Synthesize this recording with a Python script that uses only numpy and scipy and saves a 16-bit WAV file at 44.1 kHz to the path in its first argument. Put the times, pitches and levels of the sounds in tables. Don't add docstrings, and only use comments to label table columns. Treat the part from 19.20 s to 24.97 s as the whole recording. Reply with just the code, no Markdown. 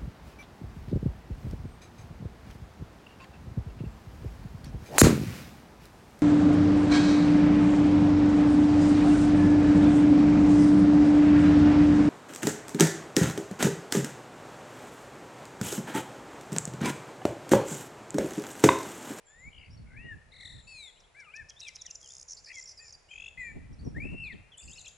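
import sys
import numpy as np
from scipy import signal
from scipy.fft import rfft, irfft, next_fast_len
from scipy.io import wavfile
from scipy.ndimage import map_coordinates

SR = 44100
rng = np.random.default_rng(int(sys.argv[2]) if len(sys.argv) > 2 else 0)


def digitize_waveform(pressure):
    field = np.atleast_2d(pressure).T
    bounded = np.clip(field, -1, 1)
    quanta = np.round(bounded * 32767).astype(np.int16)
    wavfile.write(sys.argv[1], SR, quanta)


N = 254456


def amp(db):
    return 10 ** (np.asarray(db) / 20)


def unit(x):
    return x / np.sqrt(np.mean(x ** 2) + 1e-20)


def wobble(rate, size):
    knots = rng.standard_normal(int(size * rate / SR) + 4)
    return map_coordinates(knots, [np.arange(size) * rate / SR])


def coloured(x, points):
    size = next_fast_len(N + SR // 2)
    hz, db = np.transpose(points)
    gain = amp(np.interp(np.log(np.fft.rfftfreq(size, 1 / SR) + 1), np.log(hz + 1), db))
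    return irfft(rfft(x, size) * gain, size)[..., :N]


def rush(spectrum, side_db):
    mid, side = coloured(rng.standard_normal((2, N)), spectrum)
    return unit(np.array([mid + amp(side_db) * side, mid - amp(side_db) * side]))


def add(track, s, sound):
    start = max(round(s * SR), 0)
    track[start:start + len(sound)] += sound[:max(N - start, 0)]


def tone(hz, octave_db):
    phase = 2 * np.pi * np.cumsum(hz) / SR
    return np.sqrt(2) * (np.sin(phase) + amp(octave_db) * np.sin(2 * phase))


def gate(t, edge_s):
    return np.sin(np.pi / 2 * np.clip(np.minimum(t - t[0], t[-1] - t) / edge_s, 0, 1)) ** 2


def arc(u, hz):
    return np.polyval(np.polyfit([0, .5, 1], hz, 2), u)


def runs(rows, hurry=0, rise_hz=0):
    out = []
    for first_s, last_s, count, first_db, last_db, hz in rows:
        u = np.linspace(0, 1, round(count))
        s = first_s + (last_s - first_s) * (u + hurry * u * (1 - u))
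        db = last_db + (first_db - last_db) * (1 - u) ** 2 + 0.57 * rng.standard_normal(len(u))
        out += zip(s, db, hz + rise_hz * u)
    return out


def notes(rows, gesture, octave_db, rough):
    track = np.zeros(N)
    knots, ratio, shape_db = np.transpose(sorted(gesture))
    t = np.arange(knots[0], knots[-1], 1 / SR)
    for s, db, hz in rows:
        pitch = hz * np.interp(t, knots, ratio) * (1 + rough * wobble(1460, len(t)))
        add(track, s + t[0], amp(db + np.interp(t, knots, shape_db)) * tone(pitch, octave_db))
    return track


def slurs(rows, buzz_hz, rough):
    track = np.zeros(N)
    for s, length, *hz, db, swing_hz in rows:
        t = np.arange(int(length * SR)) / SR
        flutter = np.sin(2 * np.pi * buzz_hz * t + wobble(158.3, len(t)))
        flutter *= 1 + 0.16 * wobble(190, len(t))
        pitch = (arc(t / length, hz) + swing_hz * flutter) * (1 + rough * wobble(286, len(t)))
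        envelope = amp(db + 2.4 * wobble(139, len(t))) * gate(t, length / 5)
        add(track, s, envelope * tone(pitch, octave_db=-24.5))
    return track


def rasp(song, spectrum):
    return np.abs(signal.hilbert(song)) * unit(coloured(rng.standard_normal(N), spectrum))


# frequency in Hz, gain in dB.
AIR_EQ = [(15, -27), (25, 2), (87, -5.5), (267, -17.5), (456, -7), (884, -9.5), (1140, -13.5), (2510, -14),
          (3000, -20.5), (11000, -28.5), (14300, -114), (22000, -120)]


def air():
    return amp(-65) * rush(AIR_EQ, side_db=-2.5)


# time in seconds, level in dB.
GUSTS = [(0.0, -92), (0.22, -55), (0.95, -46.5), (1.04, -59), (1.36, -49), (1.69, -73), (2.17, -69.5),
         (2.22, -53.5), (2.3, -65), (3.86, -69), (4.4, -47.5), (4.45, -47), (4.87, -38), (5.11, -50),
         (5.13, -46), (5.4, -71), (5.45, -49.5), (5.77, -69)]
# time of the crest in seconds, level in dB.
EDDIES = [(0.858, -41), (4.369, -33.5), (4.673, -29), (4.777, -29.5), (4.856, -30.5), (4.941, -32),
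          (5.149, -41.5), (5.501, -49)]
# frequency in Hz, gain in dB.
BUFFET_EQ = [(12, -15), (20, -18), (54, -1), (125, 4.5), (190, -2), (270, -4.5), (465, -22.5), (517, -29),
             (821, -34), (1400, -33), (1820, -73), (3080, -120)]


def wind():
    s, db = np.transpose(GUSTS)
    t = np.arange(N) / SR
    level = np.interp(t, s, db) + 3 * wobble(35, N)
    rumble_eq = [(10, -8.5), (35, 2.5), (80, 3), (180, -7.5), (350, -33.5), (1000, -52)]
    thump_eq = [(40, -2.5), (120, 9), (280, 4.5), (550, -10.5), (1300, -31.5), (4000, -50)]
    rumble = amp(level - 4 - 0.096 * (level - db.mean())) * rush(rumble_eq, side_db=-19)
    buffet = amp(level - 4.5 + 0.19 * (level - db.max())) * rush(BUFFET_EQ, side_db=3)
    swells = sum(amp(eddy_db - 4) / (1 + ((t - at) / .012) ** 2) for at, eddy_db in EDDIES)
    return rumble + buffet + swells * rush(thump_eq, side_db=2)


# frequency in Hz, gain in dB.
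ECHO_EQ = [(1000, -4), (2500, -3.5), (4500, 0), (6300, -4.5), (7300, 7), (8300, -3), (11000, 3)]


def outdoors(x, left_db, wet_db, t60):
    t = np.arange(SR * 3 // 4) / SR
    mid, side = rng.standard_normal((2, len(t))) * amp(-60 * t / t60) * (1 - np.exp(-t / 0.00067))
    tail = np.array([mid + .5 * side, mid - .5 * side])
    echo = signal.fftconvolve(x[None], tail / np.linalg.norm(tail[0]), axes=1)[:, :N]
    return (x + amp(wet_db) * coloured(echo, ECHO_EQ)) * amp([[left_db / 2], [-left_db / 2]])


# first and last start in seconds, note count, typical pitch in Hz,
# level in dB.
CHATTER_BOUTS = [(.385, 0.579, 4, 4670, -71.5), (1.763, 1.82, 2, 3440, -67.5), (5.429, 5.688, 8, 4650, -63)]


def chatter(length_s=.03, pitch_spread=.12):
    rows = []
    for first_s, last_s, count, hz, db in CHATTER_BOUTS:
        for s in np.linspace(first_s, last_s, round(count)):
            late, loud, *bend = rng.standard_normal(5)
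            pitches = hz * np.exp(pitch_spread * np.array(bend))
            rows.append((s + .008 * late, length_s, *pitches, db + 3.4 * loud))
    return rows


# start and length in seconds, start, middle and end pitch in Hz,
# level in dB.
FAR_NOTES = [(0.498, 0.067, 5660, 5500, 5800, -69), (2.292, 0.037, 3400, 3260, 3000, -62.5),
             (2.357, 0.052, 3160, 3690, 4200, -61.5), (2.583, 0.042, 4140, 3750, 3330, -59),
             (2.646, 0.023, 2400, 1920, 1970, -59), (2.647, 0.045, 3990, 3290, 2660, -59),
             (2.688, 0.034, 2440, 2760, 2750, -61.5), (2.821, 0.057, 3340, 3210, 2720, -62.5),
             (2.893, .024, 3050, 3490, 3740, -60), (4.526, 0.022, 4850, 5740, 4360, -68.5),
             (4.588, 0.029, 3940, 4650, 4226, -65.5), (4.64, 0.068, 5950, 5530, 5780, -66),
             (5.034, 0.051, 4550, 4000, 3270, -58), (5.121, 0.023, 4870, 3460, 3140, -57),
             (5.315, 0.0422, 3390, 3160, 2820, -57), (5.37, .04, 2970, 3490, 3450, -58.5),
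             (5.514, 0.037, 2930, 3620, 3830, -58.5), (5.571, 0.047, 4450, 4040, 3270, -56),
             (5.649, 0.045, 4720, 3150, 4300, -55.5)]
# start in seconds, level in dB.
FAR_PEEPS = [(5.405, -58.5), (5.423, -58.5), (5.477, -55.5), (5.496, -52.5), (5.558, -54.5), (5.573, -53),
             (5.644, -56), (5.661, -51)]
# start in seconds, level in dB.
HIGH_CALLS = [(0.049, -65), (0.176, -65), (1.411, -70), (2.706, -63), (2.855, -61), (3.59, -62),
              (3.879, -68.5), (4.184, -65)]
# first and last note in seconds, note count, first and last level in dB,
# pitch in Hz.
JANGLE_RUNS = [(5.38, 5.456, 5, -39, -44, 7400), (5.475, 5.532, 4, -46, -39.5, 6950),
               (5.552, 5.613, 4, -50.5, -40, 6900), (5.637, 5.68, 3, -62, -36, 6600)]
# offset in seconds, pitch ratio, level in dB.
CHIP_SHAPE = [(-.007, 1.22, -20), (-.002, 1.12, -13.5), (.002, 1, -3), (.005, .9, -10.5), (.009, 0.88, -27)]


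def far_birds():
    peep_s, peep_hz = 0.0159, (2360, 2710, 2830)
    call_s, call_hz = .1, (7580, 7040, 7316)
    peeps = [(s, peep_s, *peep_hz, db) for s, db in FAR_PEEPS]
    twitter_rows = [(*row, 45) for row in FAR_NOTES + peeps + chatter()]
    twitter = slurs(twitter_rows, buzz_hz=131, rough=0.016)
    calls = slurs([(s, call_s, *call_hz, db, 0) for s, db in HIGH_CALLS], buzz_hz=0, rough=0.0108)
    shallow_chip = [(s, ratio ** 0.95, db) for s, ratio, db in CHIP_SHAPE]
    jangle = amp(-4) * notes(runs(JANGLE_RUNS), shallow_chip, octave_db=-32, rough=0.029)
    scratch = rasp(jangle, [(7000, -22), (10000, -10)])
    return amp(1) * twitter + amp(-1) * calls + jangle + amp(-12) * scratch


def whistle(t, glide, db, rate, swing, tremolo_db):
    turn = 2 * np.pi * rate * (t - t[0]) + .5 * wobble(29.76, len(t))
    warble = np.sin(turn) - np.sin(2 * turn) / 2
    hoarse = 0.32 * swing * wobble(900, len(t))
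    pitch = glide * (1 + swing * warble + hoarse + 0.0075 * wobble(393.7, len(t)))
    level = db - tremolo_db * np.cos(turn) + (1.57 + 22 * swing) * wobble(146.7, len(t))
    envelope = np.sqrt(2) * amp(level) * gate(t, 0.0049 + 0.25 * swing)
    track = np.zeros(N, complex)
    add(track, t[0], envelope * np.exp(2j * np.pi * np.cumsum(pitch) / SR))
    return track


# (rate in Hz, swing as a share of pitch, tremolo in dB).
DUET_SYLLABLES = [(0.066, 0.23, (1650, 1900, 2360), (2.03, 1.87), (-47.5, 1), (-71.5, 0.083),
                  (37, 0.0092, .3)), (.31, 0.19, (2300, 2240, 2160), (1.36, 1.17), (-61, 0.66),
                  (-55.5, 0.4), (61, 0.047, 5.5)), (.655, 0.13, (1500, 1520, 1790), (1.56, 1.19),
                  (-54.5, 1), (-59, .65), (69, 0.031, 3)), (.762, 0.19, (1720, 1913, 1630), (1.33, 1.62),
                  (-44.5, 0.81), (-50.5, 0.068), (51, 0.0088, 1.5)), (1.108, 0.32, (2100, 2003, 1860),
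                  (1.91, 2.01), (-54, 0.39), (-51, 0.49), (44.8, 0.059, 1.4)),
                  (1.468, 0.24, (2720, 2410, 1950), (1.71, 1.68), (-48.5, 0.33), (-49, .68),
                  (53, 0.0056, .4)), (1.944, 0.1, (1480, 1680, 1330), (1.36, 1.43), (-55.5, 0.52),
                  (-49, 0.58), (54.7, 0.013, 1)), (2.039, 0.1, (1600, 1215, 1670), (2.03, 1.94),
                  (-61, 0.37), (-54, 0.51), (53.4, 0.009, 0.78)), (2.134, 0.098, (1540, 1800, 1580),
                  (1.505, 1.35), (-46, 0.67), (-46.5, 0.12), (52.5, 0.006, .5)),
                  (2.408, 0.1, (2800, 2600, 1870), (1.41, 1.37), (-44.5, 0.75), (-47.5, 0.23),
                  (55, 0.03, 4.4)), (3.257, 0.0757, (1700, 1930, 2040), (1.3, 1.23), (-50.5, .7),
                  (-46.5, 1), (74, 0.05, 3.7)), (3.328, .078, (2380, 2160, 2000), (1.44, 1.6), (-45, 0.75),
                  (-60, 0.26), (58, 0.0037, .5)), (3.588, .115, (1830, 1840, 1650), (1.38, 1.3),
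                  (-60.5, 0.25), (-58.5, .3), (55.7, 0.014, 1)), (3.883, 0.057, (2170, 2480, 2400),
                  (1.31, 1.25), (-56, 0.82), (-52, 0.76), (56, 0.0065, 1)),
                  (4.172, .152, (2124, 1923, 1750), (1.21, 1.29), (-39, 0.28), (-44.5, 0.6),
                  (56, 0.0046, 0.74))]


def syllable(s, length, hz, interval, low, high, warble):
    rate, swing, tremolo_db = warble
    t = np.arange(s, s + length, 1 / SR)
    u = (t - s) / length
    swell = lambda db, crest, fade_db: db - fade_db * np.abs(u - crest)
    scoop = 1 - 0.0944 * np.exp(-(t - s) / 0.0072)
    low_hz = arc(u, hz) * scoop
    high_hz = low_hz * np.interp(u, [0, 1], interval)
    return (whistle(t, low_hz, swell(*low, fade_db=22.5), rate, 0.94 * swing, tremolo_db)
            + whistle(t, high_hz, swell(*high, fade_db=18.5), rate, swing, tremolo_db))


# first and last pulse in seconds, pulse count, first and last level
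# in dB, starting pitch in Hz.
TRILL_RUNS = [(3.9125, 4.0795, 9, -45.5, -39.5, 2402)]
# offset in seconds, pitch ratio, level in dB.
PULSE_SHAPE = [(-.008, 1.12, -14.5), (-.002, .99, -14), (.002, 1.015, 4.5), (.006, 1.06, -2.5),
               (0.009, 0.885, -24)]


def trill():
    low_pulses = runs(TRILL_RUNS, hurry=.08, rise_hz=222.5)
    high_pulses = [(s + .005, db, hz * 1.28) for s, db, hz in low_pulses]
    low = amp(-3) * notes(low_pulses, PULSE_SHAPE, octave_db=-34, rough=0.016)
    high = amp(-13) * notes(high_pulses, PULSE_SHAPE, octave_db=-7.5, rough=0.02)
    return low + high


# time in seconds, pitch in Hz, level in dB.
ARCH_CURVE = [(4.748, 1617, -56), (4.772, 1895, -46.5), (4.798, 2216, -55), (4.81, 2304, -44),
              (4.856, 2610, -47), (4.912, 2693, -51.5), (4.972, 2702, -50), (5.028, 2683, -42),
              (5.08, 2400, -43.5), (5.098, 2183, -54), (5.108, 2060, -44), (5.128, 1856, -50.5),
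              (5.135, 1790, -53)]


def arch():
    s, hz, db = np.transpose(ARCH_CURVE)
    t = np.arange(s[0] - .004, s[-1] + 0.0055, 1 / SR)
    return whistle(t, np.interp(t, s, hz), np.interp(t, s, db),
                   rate=59, swing=0.015, tremolo_db=np.linspace(5.5, -2, len(t)))


# time in seconds, overtone level in dB.
STRAIN_CURVE = [(.15, -30), (.35, -41.5), (.9, -33), (1.2, -14.5), (1.6, -10), (2, -19), (2.2, -28),
                (2.45, -14), (3.6, -22), (4.25, -28.5), (5, -30.5)]
# frequency in Hz, gain in dB.
THROAT_EQ = [(2600, -11), (3400, -4), (5200, -5.5), (6200, -9), (7200, 1.5), (8600, 0), (11000, -7.5)]


def whistler():
    syllables = sum(syllable(*row) for row in DUET_SYLLABLES)
    voice = amp(-0.9) * syllables + signal.hilbert(trill()) + amp(1) * arch()
    envelope, phase = np.abs(voice), np.angle(voice)
    fray = rng.standard_normal(N) / 2
    overtones = np.cos(2 * phase) + amp(-6.5) * (np.cos(3 * phase) + np.cos(4 * phase))
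    strain_db = np.interp(np.arange(N) / SR, *np.transpose(STRAIN_CURVE))
    return voice.real + amp(strain_db) * coloured(envelope * (overtones + fray), THROAT_EQ)


# offset in seconds, pitch ratio, level in dB.
TICK_SHAPE = [(-.01, 0.91, -20), (-.004, 1.03, -14.5), (0, 1.22, -12.5), (.001, 0.966, -1),
              (.002, 1.048, -5), (.0035, 0.815, -9.5), (.0055, 1.28, -22.5), (.007, 1.013, -3),
              (.009, 0.8, -21), (0.011, 0.39, -13)]
FLICK_SHAPE = [(-.006, .9, -23), (-.002, 0.907, -11), (.0005, 0.798, -9), (.002, 1.067, 1),
               (.0035, 1.14, -3.5), (.006, 1.57, -24.5)]
# time in seconds, level in dB.
OPENING_TICKS = [(1.8037, -54), (2.003, -50), (2.1636, -40.5), (2.297, -37.5), (2.4037, -37),
                 (2.4838, -35.5), (2.5585, -36)]
# first and last note in seconds, note count, first and
# last level in dB, pitch in Hz.
CHIP_RUNS = [(2.6187, 2.7546, 4, -33, -35, 5960), (3.0848, 3.1315, 5, -40, -35, 5970),
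             (3.246, 3.246, 1, -45, -40, 5480), (3.33, 3.3564, 3, -48.5, -41.5, 5700),
             (3.3724, 3.3834, 2, -43, -38.5, 5850), (3.3984, 3.4258, 3, -44, -40.5, 5650),
             (3.644, 3.706, 6, -50.5, -45, 5240)]
RATTLE_RUNS = [(2.8128, 3.0275, 15, -42, -36.5, 5890)]
# start in seconds, level in dB.
HIGH_PIPS = [(3.144, -49.5), (3.349, -49.5), (3.392, -49.5), (3.436, -50)]
# start and length in seconds, start, middle and end pitch in Hz,
# level in dB, buzz swing in Hz.
BUZZY_SLURS = [(3.164, 0.044, 4660, 4880, 5120, -53, 447), (3.253, 0.052, 4950, 4880, 4940, -52, 444),
               (3.455, .013, 5900, 5550, 5460, -49.5, -2), (3.465, 0.072, 5600, 5520, 5250, -50, 483),
               (3.57, 0.039, 5620, 4790, 4870, -49.5, -2), (3.724, .013, 6900, 5880, 5140, -49, 2),
               (3.733, 0.025, 5200, 4750, 4900, -53.5, 0)]


def bunting():
    tick_hz, pip_s, pip_hz = 5630, 0.013, (7570, 7130, 6930)
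    tick_rows = [(s, db, tick_hz) for s, db in OPENING_TICKS]
    pip_rows = [(s, pip_s, *pip_hz, db, 0) for s, db in HIGH_PIPS]
    ticks = amp(-1) * notes(tick_rows, TICK_SHAPE, octave_db=-22, rough=0.028)
    chips = notes(runs(CHIP_RUNS), CHIP_SHAPE, octave_db=-28, rough=0.014)
    rattle = amp(-7) * notes(runs(RATTLE_RUNS), FLICK_SHAPE, octave_db=-13.5, rough=0.017)
    song = ticks + chips + rattle + slurs(BUZZY_SLURS + pip_rows, buzz_hz=310, rough=0.0083)
    return song + amp(-15) * rasp(song, [(2000, -52), (5000, 7), (10500, -12.5)])


def scene():
    birds = outdoors(bunting(), left_db=-0.9, wet_db=-10.5, t60=1.0)
    birds += outdoors(whistler(), left_db=5, wet_db=-8, t60=0.76)
    birds += outdoors(far_birds(), left_db=3, wet_db=-4.5, t60=0.42)
    return birds + wind() + air()


def record(dry):
    top_hz = 11200
    size = next_fast_len(N + SR // 2)
    return irfft(rfft(dry, size) * (np.fft.rfftfreq(size, 1 / SR) < top_hz), size)[:, :N]


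dry = scene()
out = record(dry)
digitize_waveform(out)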